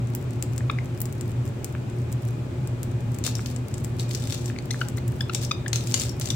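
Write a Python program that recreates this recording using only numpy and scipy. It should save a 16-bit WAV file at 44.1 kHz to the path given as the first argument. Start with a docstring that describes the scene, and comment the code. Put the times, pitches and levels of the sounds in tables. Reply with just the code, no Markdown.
"""A fan drones throughout, narrow bands of noise over the soft rush of a quiet small room.
Left of centre and close to the microphone, budgerigars feed from seed dishes: husks crack as
bright bursts of noise, beaks turn seeds in faint ticks and knock a damped, ringing dish.
Feathers rustle as crackling, filtered noise and snap in duller bursts as the birds shove and flutter;
they mutter short chups, each a few harmonics. Early echoes and a short tail answer the birds."""
import sys
import numpy as np
from scipy import signal
from scipy.fft import rfft, irfft
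from scipy.io import wavfile
from scipy.ndimage import uniform_filter1d

SR = 44100
rng = np.random.default_rng(int(sys.argv[2]) if len(sys.argv) > 2 else 0)


def store_wav(level_fs):
    """Save 16-bit WAV to argv[1]."""
    pcm = np.round(np.clip(np.atleast_2d(level_fs), -1, 1) * 32767)
    wavfile.write(sys.argv[1], SR, pcm.T.astype(np.int16))


N = 280035


def amp(db):
    """Decibels to gain."""
    return 10 ** (np.asarray(db) / 20)


def unit(x):
    """Scales to an rms of 1."""
    return x / np.sqrt(np.mean(x ** 2) + 1e-20)


def read(points, hz):
    """Reads a table on a log-frequency axis."""
    f, value = np.transpose(points)
    return np.interp(np.log(hz + 1), np.log(f + 1), value)


def colour(x, points):
    """Filters by a spectrum in dB."""
    size = x.shape[-1]
    return irfft(rfft(x) * amp(read(points, np.fft.rfftfreq(size, 1 / SR))), size)


def pan(db):
    """Gains of the two channels for a left-right difference; positive leans left."""
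    gains = amp([[db / 2], [-db / 2]])
    return gains / gains.mean()


def add(mix, s, sound):
    """Mixes a stereo sound in at time s."""
    part = mix[:, max(round(s * SR), 0):][:, :sound.shape[1]]
    part += sound[:, :part.shape[1]]


def wander(rate_hz):
    """Slow random movement, rms 1, mostly below rate_hz."""
    hz = np.fft.rfftfreq(N, 1 / SR)
    return unit(irfft(rfft(rng.standard_normal(N)) * np.exp(-(hz / rate_hz) ** 2), N))


# Rush of the empty room, spectrum: f/Hz, relative level/dB
AIR_SPECTRUM = [(12, -69), (20, -29), (96, -5.5), (120, 0.5), (182, -14.5), (248, -12.5), (310, -16.5),
                (357, -16.5), (678, -27), (1910, -36.5), (2390, -37), (5530, -47.5), (7730, -46),
                (10800, -57.5), (16000, -54.5)]
# How alike left and right hear that rush: f/Hz, correlation (0 to 1)
AIR_LIKENESS = [(30, 0.89), (120, 1), (250, 0.86), (500, 0.39), (1000, 0.051), (2500, 0.033), (8000, 0.03)]
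AIR_DB = -49  # rms of the 500-2000 Hz band in the mean of the channels, before panning


def air(side_db=2.0):
    """The steady rush of the room is shaped noise, nearly mono in the bass and wide above."""
    hz = np.fft.rfftfreq(N, 1 / SR)
    a, b = rfft(rng.standard_normal((2, N)))
    alike = np.clip(read(AIR_LIKENESS, hz), 0, 1)
    right = alike * a + np.sqrt(1 - alike ** 2) * b
    z = np.array([a, right]) * amp(read(AIR_SPECTRUM, hz))
    middle_rms = irfft(z.mean(0) * (hz > 500) * (hz < 2000), N).std()
    return amp(AIR_DB) * pan(side_db) * irfft(z, N) / middle_rms


# Resonances of the fan: f/Hz, width/Hz (offset at which the band is 12 dB down),
# level/dB rms before the level curve
FAN_BANDS = [(80, 6.4, -47.5), (120.3, 9.6, -31), (125.4, 14, -42), (201.7, 24, -49.5), (250.1, 12.4, -46),
             (358, 20.6, -46.5), (583, 63, -56), (829.4, 19, -61.5), (1256, 360, -84), (2457, 22, -66.5)]
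# Level of the deep drone over time: t/s, relative level/dB
DEEP_LEVEL = [(0.05, -25), (0.28, -25), (0.43, -31.5), (0.55, -24.5), (0.75, -22.5), (1.0, -29.5),
              (1.42, -24), (1.72, -31), (2.1, -24), (2.5, -28.5), (3.18, -24), (3.6, -29.5), (3.9, -25.5),
              (4.73, -27), (4.9, -31.5), (5.1, -21), (5.3, -28), (6.3, -26)]


def fan(side_db=-0.5, window_s=0.17):
    """Narrow bands of noise; the deep ones follow a level curve that stands for their chance wavering."""
    hz = np.fft.rfftfreq(N, 1 / SR)
    deep, high = np.zeros(N), np.zeros(N)
    for centre, width, db in FAN_BANDS:
        phases = np.exp(2j * np.pi * rng.random(len(hz)))
        band = irfft(phases / (1 + ((hz - centre) / width) ** 2) ** 2, N)
        part = deep if centre < 170 else high
        part += amp(db) * unit(band)
    # the noise's own slow level is divided out, so that the table sets the level
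    own_level = unit(np.sqrt(uniform_filter1d(deep ** 2, int(window_s * SR))))
    level_curve = unit(amp(np.interp(np.arange(N) / SR, *np.transpose(DEEP_LEVEL))))
    return pan(side_db) * (deep * level_curve / own_level + high)


# Decay of the small room: f/Hz, time to fall 60 dB/s
ROOM_DECAY = [(300, 0.13), (1500, 0.29), (3000, .40), (8000, 0.23), (16000, 0.18)]


def room(x, near_db, tail_db, size=22050, count=12):
    """Early echoes from dishes and cage, then a short diffuse tail that fades at its own rate per band."""
    t = np.arange(size) / SR
    noise = rng.standard_normal((2, size)) * (1 - np.exp(-t / 0.00068))
    hz, when, z = signal.stft(noise, SR, nperseg=256)
    fade = amp(-60 * when / read(ROOM_DECAY, hz)[:, None])
    tail = signal.istft(z * fade, SR, nperseg=256)[1][:, :size]
    response = amp(tail_db) * tail / np.linalg.norm(tail[0])
    for channel in response:
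        delay_s = 0.001202 + .012 * rng.random(count) ** 2
        taps = rng.choice([-1, 1], count) * np.exp(-delay_s / 0.022)
        channel[(delay_s * SR).astype(int)] += amp(near_db) * taps / np.linalg.norm(taps)
    source = unit(x[0] + .5 * x[1]) * np.sqrt(np.mean(x ** 2))
    return x + pan(3.2) * signal.fftconvolve(source[None], response, axes=1)[:, :N]


# How the right channel hears the birds: f/Hz, level/dB
RIGHT_SIDE = [(2000, 1.5), (4500, 2.5), (6000, -4), (9000, 5), (12000, 5.5), (15500, 0)]


def from_left(x, lag_samples=3):
    """The birds are left of centre: the right side hears them a few samples later and coloured."""
    return np.array([x[0], np.roll(colour(x[1], RIGHT_SIDE), lag_samples)])


# Beaks knocking on the dish: t/s, relative level/dB
KNOCKS = [(0.607, -41.5), (1.7507, -35.5), (3.277, -36), (3.3932, -36), (4.5, -35.5), (4.744, -37),
          (4.977, -41.5), (5.127, -45.5)]
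# Modes of the seed-filled dish: nominal f/Hz, relative level/dB, time to fall 60 dB/s
DISH_MODES = [(1380, 9, 0.0048), (1940, 1.5, 0.006), (2480, -14, 0.0063)]


def knocks(level_db=9, side_db=4, size=700):
    """A beak reaches through the seed and hits the dish, whose modes the seed damps at once."""
    t, out = np.arange(size) / SR, np.zeros((2, N))
    onset = 1 - np.exp(-t / 0.00046)
    for s, db in KNOCKS:
        shifts = rng.uniform(0.77, 1.3, len(DISH_MODES))  # each knock detunes the modes
        ring = np.zeros(size)
        for (hz, mode_db, t60), shift in zip(DISH_MODES, shifts):
            ring += amp(mode_db - 60 * t / t60) * np.sin(2 * np.pi * hz * shift * t)
        add(out, s, amp(level_db + db) * pan(side_db) * ring * onset)
    return out


def click(spectrum, treble_db, body_db, ring_hz, rise, decay, after_db, after, alike, size=1024, lead_in=64):
    """A fracture: noise swells and dies within milliseconds, with one resonance of the thing that broke."""
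    t = np.maximum(np.arange(size) - lead_in, 0) / SR  # rise, decay and after are in seconds
    hz = np.fft.rfftfreq(size, 1 / SR)
    shape = (1 - np.exp(-t / rise)) ** 2 * (np.exp(-t / decay) + amp(after_db) * np.exp(-t / after))
    noise = rng.standard_normal((3, size))
    z = rfft((noise[:2] + alike * noise[2]) * shape)  # the third noise is common to both sides
    z /= np.sqrt(uniform_filter1d(abs(z) ** 2, size=50, axis=1))  # every band gets its share of the energy
    z *= 1 + 1.4 / (1 + 1j * (hz - ring_hz) / 380)
    tilt = [(4000, body_db), (5000, 0), (9000, 0), (11000, treble_db)]
    return irfft(z * amp(read(spectrum, hz) + read(tilt, hz)))


# Spectrum of a splitting husk, before each tick's ring and tilt: f/Hz, relative level/dB
HUSK_SPECTRUM = [(500, -19), (1200, -0.5), (2600, 2.5), (4000, -2.5), (5500, 0.5), (7600, 2), (9500, 0.5),
                 (12000, 4), (15000, 7), (17000, 9)]


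def nibbling(count=70, ticks=3, bout_s=.05, faintest_db=-35, spread_db=14):
    """Seeds turned in beaks and shifted in the dish: little bouts of faint ticks, most barely there."""
    out = np.zeros((2, N))
    for start, side in rng.random((count, 2)):
        for when, strength, treble, body, ring in rng.random((ticks, 5)):
            tick = click(HUSK_SPECTRUM, -14 + 12 * treble, -8 + 10 * body, 4000 + 5000 * ring,
                         rise=0.00024, decay=0.00074, after_db=-34, after=0.0027, alike=0.21)
            gain = amp(faintest_db + spread_db * strength ** 2)
            add(out, start * N / SR + bout_s * when, gain * pan(-3 + 11 * side) * tick)
    return out


def catches(per_s=300, spread_db=6.5, count=10):
    """Separate little snags of barbs and seeds at random instants, each kind with its own ring."""
    out = np.zeros((2, N))
    for ring_hz in np.geomspace(2500, 9000, count):
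        strength = amp(spread_db * np.minimum(rng.exponential(1, N), 2.5))
        train = (rng.random(N) < per_s / count / SR) * strength
        snag = click([(100, 0), (17000, 0)], 0, 0, ring_hz,
                     rise=.0003, decay=.0005, after_db=-25, after=.003, alike=.6)
        out += signal.oaconvolve(train[None], snag, axes=1)[:, :N]
    return unit(out)


STROKE_ATTACK_S, STROKE_RELEASE_S = 0.011, 0.019


def stroke(t, length):
    """A stroke takes hold quickly, lasts its length, then the feathers settle; t is seconds after its start."""
    return np.clip(t / STROKE_ATTACK_S, 0, 1) * np.exp(-np.maximum(t - length, 0) / STROKE_RELEASE_S)


# Feather strokes as the birds shove and flutter: start t/s, length/s, relative level/dB
STROKES = [(3.239, 0.039, -29.5), (3.35, 0.17, -47.5), (3.68, .1, -56), (3.985, 0.019, -36.5),
           (4.08, 0.2, -42.5), (4.264, 0.076, -34.5), (4.372, 0.12, -42.5), (4.72, 0.13, -45.5),
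           (5.32, 0.051, -39), (5.406, 0.03, -34), (5.733, 0.1, -39), (5.87, 0.091, -38.5),
           (5.95, 0.11, -34.5), (6.201, 0.11, -38)]
# Spectrum laid on the rustle of feathers: f/Hz, relative level/dB
FEATHER_SPECTRUM = [(710, -52), (1200, -9), (1570, -25), (1680, -2.5), (1870, -17), (2300, -9.5),
                    (3590, -4), (4040, -3), (5710, -0.5), (7820, -0.5), (11700, -16.5), (15200, -8),
                    (16000, -14), (17000, -50)]


def feathers(level_db=-2, flutter_db=2, side_db=5, thrust_db=-12):
    """Barbs slip over each other: a crackle in an uneven swish, with a lower push of air in each stroke."""
    t = np.arange(N) / SR
    effort = np.max([amp(db) * stroke(t - start, length) for start, length, db in STROKES], axis=0)
    swish = amp(-5.5) * rng.standard_normal((2, N))
    slips = (catches() + swish) * amp(flutter_db * wander(39))
    rustle = unit(colour(slips, FEATHER_SPECTRUM))
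    thrust = unit(colour(slips, [(100, -27), (500, 11), (1200, -10), (2500, -10), (6000, -39)]))
    return amp(level_db) * pan(side_db) * effort * (rustle + amp(thrust_db) * thrust)


# Wing tips and claws striking: t/s, relative level/dB, body below 4 kHz against 5-9 kHz/dB, ring f/Hz
SNAPS = [(3.2401, -24, -5, 7100), (3.2643, -22.5, -0.5, 7200), (3.2713, -36, 2, 7650),
         (3.3536, -24.5, -10.5, 5860), (3.4605, -29, -0.5, 5700), (3.997, -28.5, 0.5, 3970),
         (4.1109, -32, 3.5, 5330), (4.149, -23, -3.5, 5800), (4.3242, -25.5, 1, 5700),
         (4.459, -28.5, -11, 7550), (5.3484, -16, -5, 7700), (5.449, -26, -18, 5640),
         (5.7316, -17.5, 1.5, 6530), (5.759, -19, -3, 6200), (5.8726, -28.5, -6, 7200),
         (5.9425, -11, -2, 7050), (5.9984, -18.5, -16, 7040), (6.0175, -22.5, -1.5, 7750),
         (6.094, -28, -12, 5600), (6.213, -28, 0, 7200), (6.2573, -24, -10, 7550), (6.2737, -32, 4, 6600),
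         (6.3038, -20.5, -8, 6000)]
# Spectrum of a struck quill, before each snap's ring and tilt: f/Hz, relative level/dB
QUILL_SPECTRUM = [(300, -1.5), (1200, -8), (2500, 0), (3600, 3.5), (4500, 2), (7000, 1), (9000, -6),
                  (12000, 0), (15000, -4), (17000, -10)]
SNAP_TREBLE_DB = -10  # treble above 10 kHz at the usual strength
SNAP_DULLING = 0.29  # dB of treble lost for each dB that a blow is harder than usual


def wings(level_db=21.0, lead_s=0.0024, side_db=8):
    """Stiff feathers and claws strike the rim and the paper: duller and longer than a husk."""
    out = np.zeros((2, N))
    usual_db = np.mean([row[1] for row in SNAPS])
    for s, db, body_db, ring_hz in SNAPS:
        treble_db = SNAP_TREBLE_DB - SNAP_DULLING * (db - usual_db)
        snap = click(QUILL_SPECTRUM, treble_db, body_db, ring_hz,
                     rise=0.00024, decay=0.00035, after_db=-5, after=0.0032, alike=0.16)
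        add(out, s - lead_s, amp(level_db + db) * pan(side_db) * snap)
    return out


# Chups: middle t/s, length/s, pitch f/Hz, rise/octaves, level/dB, tilt/dB per harmonic, overtone reach f/Hz
CHUPS = [(0.7, 0.0056, 1214, 0.2, -20, -4.5, 3470), (0.7878, 0.0039, 2130, 0.54, -26, -22, 6000),
         (4.5636, 0.003, 2240, -0.6, -33.5, -15, 6000), (4.588, 0.0031, 2220, 0.41, -30.5, -3, 6540),
         (4.7106, 0.010, 2005, 0.37, -33, 3, 6300), (4.8162, 0.0064, 1487, -0.27, -19.5, -8.5, 6000),
         (4.983, 0.0074, 2060, 0.27, -37, -3, 7000), (5.2102, 0.0066, 1733, 0.21, -28.5, 0, 5250),
         (5.298, .006, 1333, -0.28, -26.5, -5, 6500), (5.515, .008, 1254, -0.044, -22, -1.5, 6540),
         (5.6637, 0.0061, 1780, 0.27, -24.5, -15.5, 7000), (6.3046, 0.0038, 3630, -.15, -23, -7, 8000)]
THROAT_HZ, THROAT_WIDTH_HZ, THROAT_DB = 3730, 370, 4  # one resonance lifts the overtone nearest to it
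BEYOND_REACH_DB_PER_OCTAVE = 32


def chups(arch=0.11, rasp=0.32, rough=0.047, side_db=9.0):
    """A chup is a few cycles of the syrinx: pitch arches, and overtones open at the height of the note."""
    out = np.zeros((2, N))
    k = np.arange(1, 9)[:, None]  # harmonic numbers
    for s, length, hz, rise, note_db, tilt_db, reach_hz in CHUPS:
        u = np.linspace(-1, 1, int(length * SR))  # start to end of the note
        knots = np.linspace(-1, 1, 32)
        jitter, shimmer = (np.interp(u, knots, row) for row in rng.standard_normal(size=(2, 32)))
        octaves = rise * u / 2 - arch * u ** 2 + rough * jitter
        turns = np.cumsum(hz * 2 ** octaves) / SR
        throat_db = THROAT_DB / (1 + ((k * hz - THROAT_HZ) / THROAT_WIDTH_HZ) ** 2)
        beyond_db = BEYOND_REACH_DB_PER_OCTAVE * np.log2(np.maximum(k * hz / reach_hz, 1))
        db = note_db + tilt_db * (k - 1) + throat_db - beyond_db
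        opening = np.maximum(np.cos(np.pi * u / 2), 0) ** (0.5 + 0.037 * k)
        harmonics = amp(db) * opening * np.sin(2 * np.pi * k * turns)
        note = harmonics.sum(0) * (1 + rasp * shimmer)
        add(out, s - length / 2, pan(side_db) * note)
    return out


# Husks cracking: t/s, relative level/dB, treble above 10 kHz against 5-9 kHz/dB, left-right difference/dB
CRACKS = [(0.1518, -27, 2, 5.0), (0.309, -38, -12, 7.5), (0.4267, -19.5, -11, 8), (0.564, -40, -6, 9.0),
          (0.5809, -24.5, -12, 6), (0.8593, -39, -13, 8), (1.0057, -32, 4, 2.5), (1.0178, -27.5, 7.5, 8),
          (1.057, -28.5, -9, 8.0), (1.1274, -34, -5, 7.0), (1.212, -27, -14, 7), (1.4784, -39.5, -16, 15),
          (1.6464, -22.5, -7, 10), (1.9001, -39, -17, 4.5), (2.1276, -29.5, -8, 4), (2.6756, -32.5, -9, 6),
          (2.8326, -27.5, -3.5, 5), (3.0081, -40, -10, 5), (3.1476, -34.5, -10, 9), (3.188, -31.5, -6, 11),
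          (3.5638, -28, -19, 10), (3.7424, -26.5, -22, 6), (3.7821, -32, -13, 8.5), (3.8474, -27, -8, 11),
          (4.8872, -27, -10, 8), (4.9741, -32.5, -7, 8), (5.081, -32.5, -4, 3), (5.682, -21.5, -18, 8),
          (6.1995, -27.5, -2, 4)]
HUSK_RING_HZ, HUSK_BODY_DB = 7520, -5  # every husk rings alike and has little body below 4 kHz


def beaks(level_db=17.0, lead_s=0.0028):
    """Seed husks split with one dry, bright tick each."""
    out = np.zeros((2, N))
    for s, db, treble_db, side_db in CRACKS:
        tick = click(HUSK_SPECTRUM, treble_db, HUSK_BODY_DB, HUSK_RING_HZ,
                     rise=0.00041, decay=0.00015, after_db=-42.5, after=0.0042, alike=0.5)
        add(out, s - lead_s, amp(level_db + db) * pan(side_db) * tick)
    return out


def scene(near_db=-17):
    """The birds in their room, over the fan."""
    seeds = room(beaks() + nibbling() + knocks(), near_db, tail_db=-13.5)
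    scuffle = room(wings() + feathers(), near_db, tail_db=-7.5)
    calls = room(chups(), near_db=-13, tail_db=-13)
    return from_left(seeds + scuffle + calls) + air() + fan()


EDGE_HZ = 16200  # upper band limit


def record(dry):
    """Full-scale clipping, then the band limit."""
    lowpass = signal.firwin(201, EDGE_HZ, window=("kaiser", 8), fs=SR)
    return signal.oaconvolve(np.clip(dry, -1, 1), lowpass[None], "same")


dry = scene()
out = record(dry)
store_wav(out)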